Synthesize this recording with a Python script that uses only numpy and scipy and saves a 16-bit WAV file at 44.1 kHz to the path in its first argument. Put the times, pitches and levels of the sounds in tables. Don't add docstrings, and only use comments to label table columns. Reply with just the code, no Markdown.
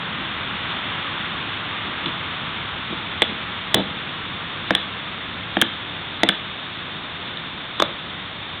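import sys
import numpy as np
from scipy import signal
from scipy.fft import rfft, irfft, next_fast_len
from scipy.io import wavfile

SR = 44100
rng = np.random.default_rng(int(sys.argv[2]) if len(sys.argv) > 2 else 0)


def to_wav(sig):
    pcm = np.clip(np.atleast_2d(sig), -1, 1) * 32767
    pcm = np.round(pcm).astype(np.int16)
    wavfile.write(sys.argv[1], SR, pcm.T)


N = 379260
T = np.arange(N) / SR
RING_T = T[:SR // 4]

# (frequency [Hz], level [dB])
HISS_SPECTRUM = [(200, -22.5), (500, -16), (850, -6), (1150, 0), (1600, -2.5), (2500, -4.5), (3500, -3.5),
                 (3900, -15.5)]
# (frequency [Hz], level [dB])
RUMBLE_SPECTRUM = [(12, -37), (20, -33.5), (50, -13.5), (95, -1), (125, -3.5), (172, -0.5), (215, -4),
                   (340, -7), (450, -13), (800, -16.5), (2000, -32)]
# (frequency [Hz], level [dB])
MIC_SPECTRUM = [(100, -18), (600, -8), (1500, -6), (2900, -7.5), (3200, -4.5), (3550, 1.5), (3750, -2),
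                (4000, -17.5), (4400, -6.5), (4800, -20)]
# (frequency [Hz], level [dB])
ECHO_SPECTRUM = [(100, -1), (210, 0), (600, -4), (1100, -6.5), (1800, -5.5), (2700, -4.5), (3500, -0.5),
                 (5000, -7.5)]
# (frequency [Hz], gain [dB])
PHONE_RESPONSE = [(3650, -1), (3800, -2.5), (3980, -3), (4300, -11.5), (4500, -27.5), (4700, -48),
                  (4900, -83.5)]
# (frequency [Hz], level [dB], 60 dB decay time [s])
DOME_MODES = [(156, -15, 0.055), (210.6, -7, 0.079), (264, -12.5, .07), (334, -4.5, 0.055),
              (470, -8, 0.051), (497, -6.5, 0.041), (607, -2.5, 0.031), (680, -7, 0.042), (853, -5, 0.028),
              (1060, -12, 0.014)]
# (frequency [x plate pitch], level [dB], swell time [s])
PLATE_MODES = [(.85, -11, 0.00061), (1.0, 1, 0.00072), (1.281, -4, .0006), (1.601, -10.5, 0.00045)]
# (frequency [x tick pitch], level [dB])
TICK_PARTIALS = [(0.899, -11.5), (1.0, -3.5), (1.09, -12)]
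# (time [s], length [s], dull rub [dB], bright scratch [dB])
DRAGS = [(.675, 0.066, -47, -31), (1.842, 0.079, -33, -41), (2.049, 0.053, -28, -30),
         (2.898, 0.057, -28.5, -44), (3.28, 0.072, -32, -45), (6.729, 0.075, -53, -35.5),
         (7.2, 0.12, -43.5, -36)]
# (time [s], level [dB], swell time [s])
CLAW_TAPS = [(2.0597, -7.5, 0.00087), (7.3725, -14, .0006), (7.7980, -8, 0.0024)]
# (time [s], near rim [dB], tick pitch [Hz], far rim lag [s], far rim [dB])
LANDINGS = [(3.2257, -4, 3472, .004, -25), (4.7508, 2.5, 3400, .003, -19.5), (5.6150, 3.5, 3210, .0063, -1),
            (6.2890, 3, 3366, 0.0046, -4.5)]
# (time [s], force [dB], hollow body [dB], plate pitch [Hz], tick pitch [Hz], tick [dB])
RAMS = [(3.2201, -5, -8.5, 2016, 3340, 7), (3.7435, -7, -1.5, 1888, 3427, 11),
        (4.7070, -4.5, 1, 1690, 3590, -7), (5.5691, -9, 4.5, 1746, 3230, -0.5),
        (6.2333, -3.5, -0.5, 1970, 3567, 3), (7.8012, -7.5, -6.5, 1130, 3390, -11),
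        (7.8220, -3, -11, 1210, 3653, 0)]

BODY_HZ, WALL_HZ = 260, 547
CLAW_HZ, BELLY_HZ = 3435, 1640
HISS_DB, HISS_CREST_S, HISS_RISE_DB_PER_S, HISS_FADE_DB_PER_S = -26, .75, 2.5, 1.2
RUMBLE_DB, RUMBLE_FADE_DB_PER_S = -33.8, 0.58
LUNGE_LEAD_S, LUNGE_S, LUNGE_RUB_DB, LUNGE_SCRATCH_DB = 0.05, 0.057, -51, -36.5


def undb(db):
    return 10 ** (np.asarray(db) / 20)


def unit(x):
    return x / np.sqrt(np.mean(x ** 2) + 1e-18)


def colour(x, points):
    hz, db = np.transpose(points)
    size = next_fast_len(len(x) + 4096)
    bin_hz = np.maximum(np.fft.rfftfreq(size, 1 / SR), 1)
    gain = undb(np.interp(np.log(bin_hz), np.log(hz), db))
    return irfft(rfft(x, size) * gain, size)[:len(x)]


def noise(points, length=N):
    return unit(colour(rng.standard_normal(length), points))


def fade(t, t60):
    return np.exp(-np.log(1000) * t / t60)


def burst(t, swell_s):
    return t / swell_s * np.exp(1 - t / swell_s)


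def add(track, s, x):
    start = int(s * SR)
    track[start:start + len(x)] += x[:N - start]


def room_tone(waver_db=0.5):
    since_crest = T - HISS_CREST_S
    hiss_db = HISS_DB + np.minimum(HISS_RISE_DB_PER_S * since_crest, -HISS_FADE_DB_PER_S * since_crest)
    waver = noise([(1, 0), (6, 0), (20, -40), (60, -120)])
    rumble_db = RUMBLE_DB - RUMBLE_FADE_DB_PER_S * T + waver_db * waver
    return undb(hiss_db) * noise(HISS_SPECTRUM) + undb(rumble_db) * noise(RUMBLE_SPECTRUM)


def mic_noise(level_db=-32.5):
    return undb(level_db) * noise(MIC_SPECTRUM)


def room_echo(x, wet_db=-11.5, t60=.4, first_wall_s=0.0076):
    t = T[:SR]
    onset = np.clip(t / first_wall_s - .5, 0, 1)
    tail = colour(rng.standard_normal(len(t)), ECHO_SPECTRUM) * fade(t, t60) * onset
    in_band = np.abs(rfft(tail))[100:4000]
    tail /= np.sqrt(np.mean(in_band ** 2))
    return undb(wet_db) * signal.fftconvolve(x, tail)[:N]


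def dome(t, body_db, wall_db, scatter=0.04, build_cycles=0.74, phase_spread=1.1):
    out = 0
    for hz, db, t60 in DOME_MODES:
        share_db = np.interp(np.log(hz), np.log([BODY_HZ, WALL_HZ]), [body_db, wall_db])
        detune, phase = rng.standard_normal(2)
        wave = np.sin(2 * np.pi * hz * (1 + scatter * detune) * t + phase_spread * phase)
        build_up = 1 - np.exp(-t * hz / build_cycles)
        out = out + undb(db + share_db) * wave * fade(t, t60) * build_up
    return out


def tick(t, hz, db, swell_s, grit_db=-15, snap_hz=2400, snap_db=-10, snap_s=0.00031):
    grit = noise([(500, -13), (1300, -3), (2500, -6.5), (3300, 2.5), (3900, -1), (4800, -38.5)], len(t))
    snap = undb(snap_db) * burst(t, snap_s) * np.sin(2 * np.pi * snap_hz * t)
    ring = sum(undb(level) * np.sin(2 * np.pi * hz * ratio * t) for ratio, level in TICK_PARTIALS)
    return undb(db) * (snap + burst(t, swell_s) * (ring + undb(grit_db) * grit))


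def blow(body_db, wall_db, plate_hz, plate_db, tick_hz, tick_db, swell_s):
    t = RING_T
    clack = sum(undb(plate_db + db) * burst(t, swell) * np.sin(2 * np.pi * plate_hz * ratio * t)
                for ratio, db, swell in PLATE_MODES)
    return tick(t, tick_hz, tick_db, swell_s) - clack - dome(t, body_db, wall_db)


def scuffs(slips_per_s=600, scratch_hz=3450):
    out = np.zeros(N)
    lunges = [(s - LUNGE_LEAD_S, LUNGE_S, LUNGE_RUB_DB, LUNGE_SCRATCH_DB) for s, *_ in RAMS]
    for s, length, rub_db, scratch_db in DRAGS + lunges:
        t = T[:int(length * SR)]
        slips = (rng.random(len(t)) < slips_per_s / SR) * rng.standard_normal(len(t))
        rub = unit(signal.fftconvolve(slips, dome(t, body_db=0, wall_db=-16))[:len(t)])
        scratch = unit(signal.fftconvolve(slips, tick(t, scratch_hz, db=0, swell_s=0.00063))[:len(t)])
        stroke = np.sin(np.pi * t / length)
        add(out, s, (undb(rub_db) * rub + undb(scratch_db) * scratch) * stroke)
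    return out


def claw_taps():
    out = np.zeros(N)
    for s, db, swell_s in CLAW_TAPS:
        add(out, s, tick(RING_T, CLAW_HZ, db, swell_s))
    return out


def rocking(start_s=3.751, bounces=6, first_db=-7.5, loss_db=1.5, first_gap_s=.017, gap_ratio=.75):
    out, s = np.zeros(N), start_s
    for k in range(bounces):
        bounce = blow(body_db=3, wall_db=-3, plate_hz=BELLY_HZ, plate_db=-15,
                      tick_hz=3540, tick_db=-9.5, swell_s=.0008)
        add(out, s, undb(first_db - k * loss_db) * bounce)
        s += first_gap_s * gap_ratio ** k
    return out


def drops():
    out = np.zeros(N)
    for s, near_db, tick_hz, lag_s, far_db in LANDINGS:
        near = blow(body_db=-23, wall_db=-20.5, plate_hz=BELLY_HZ, plate_db=-14,
                    tick_hz=tick_hz, tick_db=1, swell_s=0.00092)
        far = blow(body_db=-7, wall_db=-11, plate_hz=BELLY_HZ, plate_db=-0.5,
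                   tick_hz=tick_hz, tick_db=-4, swell_s=0.00075)
        add(out, s, undb(near_db) * near)
        add(out, s + lag_s, undb(far_db) * far)
    return out


def butts():
    out = np.zeros(N)
    for s, force_db, body_db, plate_hz, tick_hz, tick_db in RAMS:
        knock = blow(body_db=body_db, wall_db=0, plate_hz=plate_hz, plate_db=1.8,
                     tick_hz=tick_hz, tick_db=tick_db, swell_s=.0012)
        add(out, s, undb(force_db) * knock)
    return out


def overload(x, full_scale=.72, wraps=2):
    sharpness = np.abs(np.convolve(x, [1, -2, 1], "same"))
    crests = signal.find_peaks(sharpness, distance=SR // 10)[0]
    sharpest = crests[np.argsort(sharpness[crests])[-wraps:]]
    clipped = np.clip(x, -full_scale, full_scale)
    clipped[sharpest] *= -1
    return clipped


def scene():
    background = room_tone() + mic_noise()
    tortoises = butts() + drops() + rocking() + claw_taps() + scuffs()
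    return (tortoises + room_echo(tortoises) + background)[None]


def record(dry):
    clipped = overload(colour(dry[0], PHONE_RESPONSE))
    top_cut = signal.ellip(8, .2, 70, 16500, fs=SR, output="sos")
    return signal.sosfilt(top_cut, clipped)[None]


dry = scene()
out = record(dry)
to_wav(out)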